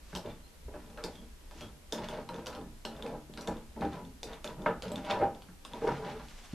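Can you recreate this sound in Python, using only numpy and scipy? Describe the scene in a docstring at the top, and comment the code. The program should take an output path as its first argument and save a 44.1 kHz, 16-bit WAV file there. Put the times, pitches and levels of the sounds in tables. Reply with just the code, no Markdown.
"""Knocks on wood, bright plastic clicks and a rough scraping, as a pipe frame is handled on a table in a small room.
Knocks and dragging excite the modes of the table top; each click is a snap with a brief ring of the pipe wall.
Dragging is a train of random stick-slip pushes; squeaks and groans are tones of wandering pitch.
Dull thuds, a rustling sleeve and the faint rumble and hiss of the room are filtered noise."""
import sys
import numpy as np
from scipy import signal
from scipy.fft import rfft, irfft, next_fast_len
from scipy.io import wavfile
from scipy.ndimage import map_coordinates

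SR = 44100
rng = np.random.default_rng(int(sys.argv[2]) if len(sys.argv) > 2 else 0)


def transcribe(signal):
    """Save signal, clipped to [-1, 1], as a 16-bit WAV file at the path in sys.argv[1]."""
    frames = np.atleast_2d(signal).T
    limited = np.clip(frames, -1, 1)
    pcm = np.round(limited * 32767).astype(np.int16)
    wavfile.write(sys.argv[1], SR, pcm)


N = 288790
TIME = np.arange(N) / SR
AGE = np.arange(SR // 2) / SR  # seconds since a contact


def amp(db):
    """Level: decibels become an amplitude ratio."""
    return 10 ** (np.asarray(db) / 20)


def unit(x):
    """Normalisation: scaled to rms 1."""
    return x / np.sqrt(np.mean(x ** 2) + 1e-20)


def energy_one(x):
    """Energy normalisation: the mean energy of the channels becomes 1."""
    return unit(x) / np.sqrt(x.shape[-1])


def along(points, hz):
    """Logarithmic pitch: (Hz, value) points are read on a log frequency axis."""
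    point_hz, value = np.transpose(points)
    return np.interp(np.log(hz + 1), np.log(point_hz), value)


def wobble(rate):
    """Random modulation: a smooth curve through random knots, rate of them a second."""
    knots = rng.standard_normal(int(N * rate / SR) + 4)
    return map_coordinates(knots, [TIME * rate])


def colour(x, points):
    """Minimum-phase filtering: a causal filter with the gain of the (Hz, dB) points."""
    n = x.shape[-1]
    m = 2 * next_fast_len(n // 2 + 2048)
    log_gain = np.log(amp(along(points, np.fft.rfftfreq(m, 1 / SR))))
    cepstrum = irfft(log_gain)
    # folding the cepstrum onto positive time makes the filter causal
    cepstrum[1:m // 2] *= 2
    cepstrum[m // 2 + 1:] = 0
    response = np.exp(rfft(cepstrum))
    return irfft(rfft(x, m) * response, m)[..., :n]


def band(x, edge_hz, kind, order=4):
    """Butterworth filtering: low-, high- or band-pass."""
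    return signal.sosfilt(signal.butter(order, edge_hz, kind, fs=SR, output='sos'), x)


def add(track, s, sound):
    """Superposition: a sound is mixed into the track at time s."""
    part = track[..., max(round(s * SR), 0):][..., :sound.shape[-1]]
    part += sound[..., :part.shape[-1]]


def spread(pair, width):
    """Stereo decorrelation: two unrelated signals serve as mid and filtered side."""
    side = colour(pair[1], width)
    return np.array([pair[0] + side, pair[0] - side])


def air(spectrum, width):
    """Stationary noise: steady coloured stereo noise of rms 1."""
    noise = spread(rng.standard_normal((2, N)), width)
    return unit(colour(noise, spectrum))


def swell(start, length, db, rise_db_per_s, fall_db_per_s):
    """Exponential growth and decay: one movement rises to its level, holds and dies away."""
    before = np.maximum(start - TIME, 0)
    after = np.maximum(TIME - start - length, 0)
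    return amp(db - rise_db_per_s * before - fall_db_per_s * after)


def movements(starts, lengths, levels, rise_db_per_s, fall_db_per_s, rest_db):
    """Power addition: the gains of all movements add as powers to a resting level."""
    power = amp(rest_db) ** 2
    for row in zip(starts, lengths, levels):
        power = power + swell(*row, rise_db_per_s, fall_db_per_s) ** 2
    return np.sqrt(power)


# Spectrum of the still room. Each row: frequency in Hz, relative level in dB.
STILL_SPECTRUM = [(15, -4), (30, 8.5), (39, -7.5), (52, 4), (75, -2), (105, -18.5), (197, -16.5),
                  (305, -19), (587, -24.5), (800, -28), (2000, -30.5), (11500, -34.5), (13500, -36)]
# Stereo width of the still room. Each row: frequency in Hz, side gain in dB.
STILL_WIDTH = [(30, -41), (70, -6.5), (200, -3.5), (1000, 0), (3000, 0.5), (10000, -2.5)]


def still_room(level_db=-52):
    """Ambient noise: steady, wide noise makes the rumble and hiss."""
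    return amp(level_db) * band(air(STILL_SPECTRUM, STILL_WIDTH), 9.2, 'high', order=2)


# Stereo width of the reflected sound, also used for the sleeve. Each row: frequency in Hz, side gain in dB.
REFLECTED_WIDTH = [(100, -16), (260, -26), (500, -17.5), (1000, -11), (2000, -14), (4000, -6), (8000, -4.5)]
# Reverberation of the room. Each row: frequency in Hz, decay time over 60 dB in seconds.
ROOM_T60 = [(100, 1), (260, 0.25), (700, 0.35), (1800, 0.29), (5000, 0.22), (12000, 0.18)]


def tail():
    """Diffuse reverberation: fresh noise decays at a rate set by its frequency."""
    hz, t, z = signal.stft(rng.standard_normal((2, len(AGE))), SR, nperseg=256)
    decay = amp(-60 * t / along(ROOM_T60, hz)[:, None])
    pair = signal.istft(z * decay, SR, nperseg=256)[1]
    return energy_one(spread(pair[:, :len(AGE)], REFLECTED_WIDTH))


# The arm moves and the sleeve brushes. Each row: start in seconds, length in seconds, level in dB.
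SLEEVE_BRUSHES = [(0.117,0.021,-58), (1.075,.11,-62.5), (1.595,0.042,-57), (5.843,0.26,-60),
                  (6.31,0.41,-57.5)]
# Spectrum of rubbing cloth. Each row: frequency in Hz, relative level in dB.
CLOTH_SPECTRUM = [(300, 3.5), (1200, 7), (3500, 3.5), (7000, -1), (13000, -20)]


def sleeve(flutter_db=2, rise_db_per_s=143, fall_db_per_s=140, rest_db=-74.5):
    """Friction noise: brushing denim is coloured noise that swells with the arm and flutters."""
    motion = movements(*np.transpose(SLEEVE_BRUSHES), rise_db_per_s, fall_db_per_s, rest_db)
    return motion * amp(flutter_db * wobble(40)) * air(CLOTH_SPECTRUM, REFLECTED_WIDTH)


# Body weight shifts. Each row: start in seconds, relative level in dB.
WEIGHT_SHIFTS = [(0.127,-43.5), (0.259,-46.5), (0.652,-40), (1.63,-46), (3.48,-40), (3.819,-38),
                 (5.211,-41.5)]


def thuds(t60=0.25, rise=0.021):
    """Low-frequency excitation: soft, heavy pushes stir only the bass, which builds up and decays (s)."""
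    out = np.zeros(N)
    envelope = amp(-60 * AGE / t60) * (1 - np.exp(-AGE / rise))
    for s, db in WEIGHT_SHIFTS:
        boom = band(rng.standard_normal(len(AGE)), [36, 78], 'band', order=2) * envelope
        add(out, s, amp(db - 14) * unit(boom))
    return out


# Slips lock into the squeak of a fitting or the groan of a rubber grip.
# Each row: start in seconds, length in seconds, mean pitch in Hz, relative level in dB.
LOCKED_SLIPS = [(.275, .045, 3580, -57), (.42, .07, 4150, -70), (1.125, .085, 3290, -59),
                (1.605, .045, 3270, -54), (5.825, .035, 450, -38), (5.985, .06, 435, -41),
                (6.128, .05, 440, -44)]


def squeaks():
    """Friction-driven oscillation: a short tone of wandering pitch and level, with its room answer."""
    out = np.zeros(N)
    for s, length, hz, db in LOCKED_SLIPS:
        envelope = np.sin(np.pi * np.clip((TIME - s) / length, 0, 1))
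        pitch = hz * (1 + .026 * wobble(600))
        flutter = amp(3.5 * wobble(120))
        out += amp(db) * envelope * flutter * np.sin(2 * np.pi * np.cumsum(pitch) / SR)
    room = signal.fftconvolve(out[None], tail(), axes=1)[:, :N]
    return 0.97 * (out + room)


# Clear modes of the table top with the frame on it.
# Each row: frequency in Hz, relative level in dB before scatter, decay time over 60 dB in seconds.
TABLE_MODES = [(143, -6, 0.79), (178.3, 2.5, 0.24), (225.9, -0.5, 0.49), (303, -5, 0.48), (433, 7, 0.047),
               (461.2, 4, 0.15), (510.6, 3, 0.12), (598, 9.5, 0.14), (664, 1.5, 0.17), (794, 0, 0.29),
               (940, 2.5, 0.12), (978, 2, 0.22), (1100, -0.5, 0.049), (1262, -16, 0.46), (1316, -12, 0.21),
               (1494, -24, 0.33), (1570, -41, 0.16), (1585, -7.5, 0.13), (1746, -12, 0.24),
               (2156, -5.5, 0.043)]
# Dense, overlapping resonances of the wood. 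Each row: frequency in Hz, relative level in dB.
DENSE_WOOD = [(40, -35), (100, -4.5), (165, -6.5), (240, 1), (450, 1.5), (680, -1), (740, -7), (850, 3.5),
              (980, -9), (1080, -12), (1400, -11), (1900, -22), (3000, -28.5), (5000, -46.5), (12000, -60)]


def table_answer(favoured_hz, favour_db, ring_db, scatter_db=2):
    """Modal superposition: clear modes, weighted near one pitch, ring over dense wood and room resonances."""
    hz, db, t60 = np.transpose(TABLE_MODES)[:, :, None]
    favour = favour_db * np.exp(-(np.log(hz / favoured_hz) / 0.076) ** 2)
    db = db + scatter_db * rng.standard_normal(hz.shape) + favour
    tones = np.sin(2 * np.pi * (hz * AGE + rng.random(hz.shape)))
    ring = np.sum(amp(db - 60 * AGE / t60) * tones, axis=0)
    return amp(ring_db) * energy_one(ring) + energy_one(colour(tail(), DENSE_WOOD))


def slips(rate, spread_db):
    """Stick-slip friction: random pushes of uneven size and sign, on average rate a second, rms 1."""
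    size = amp(spread_db * np.clip(rng.standard_normal(N), -2, 2))
    sign = np.sign(rng.standard_normal(N))
    return unit(size * sign * (rng.random(N) < rate / SR))


# The hand shoves the frame a little way. Each row: start in seconds, length in seconds, relative level in dB,
# low judder in dB and grit in dB (both relative to that level).
HAND_SHOVES = [(0.261,0.033,-49.5,1,-3), (0.752,0.18,-59,5,-4), (0.974,0.13,-52,-11,-11),
               (1.134,0.1,-63.5,12,-18), (1.566,0.15,-62,7,-19), (1.96,0.091,-46.5,-1.5,-4),
               (2.116,0.078,-43,-5.5,-7.5), (2.311,0.1,-47,-1.5,-11.5), (2.487,0.084,-46.5,-9,-6),
               (2.584,0.044,-51,8.5,-30), (2.92,.09,-53,1.5,-8), (3.058,0.11,-44,-1,-15.5),
               (3.388,0.19,-52,3.5,-6), (3.799,0.088,-52.5,10.5,-3), (3.93,0.053,-44,-2.5,-13),
               (4.015,0.037,-58,12,-21), (4.288,0.058,-48,-6,-5), (4.467,0.055,-50,1.5,-5),
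               (4.594,0.066,-50,4.5,-13), (4.684,0.032,-40,-6,-31), (4.865,0.13,-46,1.5,-7.5),
               (5.062,0.026,-45,-5,-0.5), (5.104,0.022,-31.5,-13,-7), (5.164,0.062,-35,-5.5,-17.5),
               (5.263,0.12,-53.5,-18,-30), (5.719,0.21,-53,0.5,-2), (5.938,0.062,-44,-8,-8.5),
               (6.042,0.059,-41.5,-3,-7.5), (6.13,0.093,-49,-4,-6.5)]
# Spectrum of rasping on the varnish. Each row: frequency in Hz, relative level in dB.
GRIT_SPECTRUM = [(700, -40), (1000, 3), (1350, 2.5), (1700, 0.5), (1950, 0), (2700, -1), (3550, -6),
                 (4200, -6.5), (6000, -15), (9000, -30.5), (14000, -57)]


def drag(grit_db=-1, direct=0.53, lead=0.013, count=24):
    """Forced vibration: slips shake the table and rasp on varnish; the answer changes as the contact wanders."""
    start, length, db, judder, grit = np.transpose(HAND_SHOVES)
    start = start - lead
    # a shove breaks loose, then comes to rest (dB/s); the last figure is creep under the resting hand (dB)
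    shaking = movements(start, length, db + judder, 535, 271, -71.5)
    rubbing = movements(start, length, db, 535, 330, -71.5)
    rasping = movements(start, length, db + grit + grit_db, 535, 330, -76)
    pushes = slips(rate=600, spread_db=3.0)
    forces = shaking * pushes, rubbing * pushes, rasping * slips(rate=400, spread_db=8.5)
    out = np.zeros((2, N))
    for stretch in np.array_split(np.arange(N), count):
        damping = amp(-25 * AGE)  # the pressing hand damps the wood
        wood = table_answer(600, favour_db=-2, ring_db=2.5) * damping
        low = band(wood, 284, 'low')
        middle = band(wood, [350, 1900], 'band')
        rasp = colour(tail() + direct * (AGE == 0), GRIT_SPECTRUM)
        for force, answer in zip(forces, (low, middle, rasp)):
            sound = signal.fftconvolve(force[None, stretch], energy_one(answer), axes=1)
            add(out, stretch[0] / SR, sound)
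    return out


WALL_HZ, SNAP_HZ = 3580, 5750  # usual pitch of the pipe wall and centre of its snap


def creep_clicks(level_db=-46, scatter_db=6.5, ring_db=2, snap_db=-16):
    """Strain release: each shove strains a fitting, which gives once at a random moment."""
    rows = []
    for s, length, *_ in HAND_SHOVES:
        when, size = rng.random(2)
        rows.append((s + length * when, level_db + scatter_db * (2 * size - 1), WALL_HZ, ring_db, snap_db))
    return rows


# Hard fittings click. Each row: start in seconds, relative level in dB, pitch of the pipe wall in Hz,
# relative wall ring in dB, relative snap in dB.
FITTING_CLICKS = [(0.151,-18.5,3730,-13,-22), (0.161,-28.5,3160,2.5,-18), (0.172,-31,2910,-7,-10),
                  (0.9008,-43,3480,-3,-17), (0.9748,-33.5,2650,-9,-32), (1.039,-23.5,3660,-3.5,-11.5),
                  (1.511,-38,2600,-8,-18), (1.6092,-27.5,3260,-15,-20), (1.9236,-29,3630,5,-0.5),
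                  (1.984,-37,3570,0,-20), (2.043,-33,2900,-5,-14), (2.0864,-25.5,3550,-4,-22),
                  (2.111,-34,3000,-5,-22), (2.29,-29,4050,-6,-40), (2.3433,-37.5,3530,2.5,-15),
                  (2.4602,-31.5,3540,-3,-10), (2.4687,-21.5,3050,-4,-17.5), (2.55,-29.5,2600,-16,-26),
                  (2.851,-29,2920,4,-5), (3.0241,-28,3570,-1.5,-28), (3.064,-27.5,2560,-11,-31),
                  (3.338,-31.5,3650,-12,-31), (3.375,-28,2600,-9,-15), (3.4098,-36.5,4200,3,-5.5),
                  (3.474,-25.5,3640,-0.5,-14), (3.81,-31.5,2530,-5,-25), (4.2309,-22.5,3580,-1.5,-12.5),
                  (4.3324,-36,3680,3,-18), (4.4439,-24.5,3630,-2.5,-14.5), (4.476,-31,3530,3,-19),
                  (4.8226,-22.5,3440,-19,-20), (4.8813,-33.5,3500,-6,-16), (4.918,-28,7700,-4,-16.5),
                  (4.958,-28,3600,3,-17.5), (5.0485,-34.5,3430,-1,-18), (5.1103,-23,3580,5,-24),
                  (5.421,-32.5,2700,-13,-37), (5.65,-26.5,3620,-9.5,-21), (5.7346,-31.5,3490,1,-23),
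                  (5.8762,-37,3030,-12,-4.5), (6.285,-34.5,3400,-12,-30)]
# Spectrum of the snap. Each row: multiple of the centre frequency, relative level in dB.
SNAP_SPECTRUM = [(.3, -28), (.65, -1), (.88, 0.5), (1, -0.5), (1.15, 0), (1.35, -7.5), (1.7, -10),
                 (2.2, -16)]
# Spectrum of the tick. Each row: frequency in Hz, relative level in dB.
TICK_SPECTRUM = [(300, -5.5), (1000, 2.5), (1800, -13), (2700, -1.5), (4500, -4), (6000, -13.5),
                 (12000, -16.5)]


def clicks(wall_db=7, wall_t60=0.018, tick_db=4, snap_db=18, room_db=-1, wall_room_db=-9,
           room_delay=.004, crumble=0.2, direct_top_hz=7600):
    """Impulsive excitation: a tiny slip gives a bright snap and a brief ring of the pipe wall, then the room."""
    out = np.zeros((2, N))
    t = AGE[:2048]
    for s, db, hz, ring, snap in FITTING_CLICKS + creep_clicks():
        snap_hz = SNAP_HZ * hz / WALL_HZ  # a higher wall snaps higher
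        wall = energy_one(np.sin(2 * np.pi * hz * t) * amp(-60 * t / wall_t60))
        wall = amp(wall_db + ring) * wall
        crumbs = crumble * rng.standard_normal((2, len(t))) * amp(-60 * t / .014)
        push = (t == 0) + crumbs  # one slip and its crumbs
        tick = amp(tick_db) * energy_one(colour(push[0], TICK_SPECTRUM))
        bright = energy_one(colour(push[1], np.array(SNAP_SPECTRUM) * [snap_hz, 1]))
        crack = tick + amp(snap + snap_db) * bright
        direct = wall + band(crack, direct_top_hz, 'low', order=2)
        add(out, s + 0.00035, amp(db) * direct)
        room = signal.fftconvolve(tail(), [crack + amp(wall_room_db) * wall], axes=1)
        add(out, s + room_delay, amp(db + room_db) * room)
    return out


# The frame knocks on the table. Each row: start in seconds, relative level in dB, relative bass in dB,
# relative hardness (treble) in dB, frequency in Hz favoured by the place of contact.
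FRAME_KNOCKS = [(0.128,-40,-3.5,-12.5,187), (0.152,-33.5,-10.5,-17,185), (0.25,-37,-5,-40,430),
                (0.681,-41,-13,-23,414), (0.739,-36.5,-16,-17,600), (0.974,-39.5,-21,-8.5,590),
                (1.039,-32,-11,-19.5,411), (1.51,-47.5,-15,-13,191), (1.61,-42,-3.5,-11,596),
                (1.922,-30,-12.5,-17.5,406), (1.983,-35,-16,-25,930), (2.086,-48.5,-8,-1,940),
                (2.290,-38.5,-12,-7,920), (2.342,-38,-17,-17,456), (2.464,-41,-9,-7.5,514),
                (2.849,-33.5,-11,-14.5,214), (3.023,-51,3.5,-6,228), (3.057,-32,-35,-22,470),
                (3.293,-53,5,-27,206), (3.374,-53,1,3,182), (3.474,-26,-10,-19,245),
                (3.76,-36,-8.5,-25,226), (3.818,-23,-15,-18.5,833), (3.833,-37,-0.5,-32,303),
                (4.236,-39,-11.5,-27,444), (4.443,-34,-15.5,-14,563), (4.66,-19,-22,-10,883),
                (4.828,-38.5,-30,-13,506), (4.914,-31,-21,-35,598), (5.04,-38.5,-12,-20,610),
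                (5.213,-25.5,-11,-17,594), (5.221,-16,-41,-28.5,787), (5.485,-61.5,10,1,190),
                (5.65,-49,-7,-2.5,1110), (5.735,-33.5,-16,-25,940), (5.816,-28.5,-12.5,-20,446),
                (5.842,-24,-29,-32,417), (5.871,-24,-16,-15.5,433), (5.88,-21.5,-19.5,-14,940),
                (5.906,-39,1,-19,143), (6.531,-51,19,-31,168)]


def knocks(middle_db=22, bass_db=31, hard_db=31, rise=0.0019, quick_rise=0.00068):
    """Impact excitation: heavy contacts boom, hard ones clack; low modes build up more slowly (rises in s)."""
    out = np.zeros((2, N))
    # near walls keep the sound up for some 50 ms before it falls away
    held = amp(np.interp(AGE, [0, .045, .075], [0, 5, 0]))
    slow = 1 - np.exp(-AGE / rise)
    quick = 1 - np.exp(-AGE / quick_rise)
    for s, db, bass, hard, hz in FRAME_KNOCKS:
        blow = table_answer(hz, favour_db=20, ring_db=3.5)
        body = blow * held * slow
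        low = amp(bass + bass_db) * energy_one(band(body, 333, 'low'))
        middle = amp(middle_db) * energy_one(band(body, [350, 1100], 'band'))
        high = amp(hard + hard_db) * energy_one(band(blow * quick, 1183, 'high', order=6))
        add(out, s, amp(db) * (low + middle + high))
    return out


def scene():
    """Superposition: the handled frame sounds over the quiet of the room."""
    return still_room() + sleeve() + thuds() + squeaks() + drag() + clicks() + knocks()


def record(dry, top_hz=13500):
    """Band limiting: a very steep low-pass removes what lies above top_hz."""
    m = next_fast_len(N + SR // 2)
    gain = 1 / (1 + (np.fft.rfftfreq(m, 1 / SR) / top_hz) ** 80)
    return irfft(rfft(dry, m) * gain, m)[:, :N]


dry = scene()
out = record(dry)
transcribe(out)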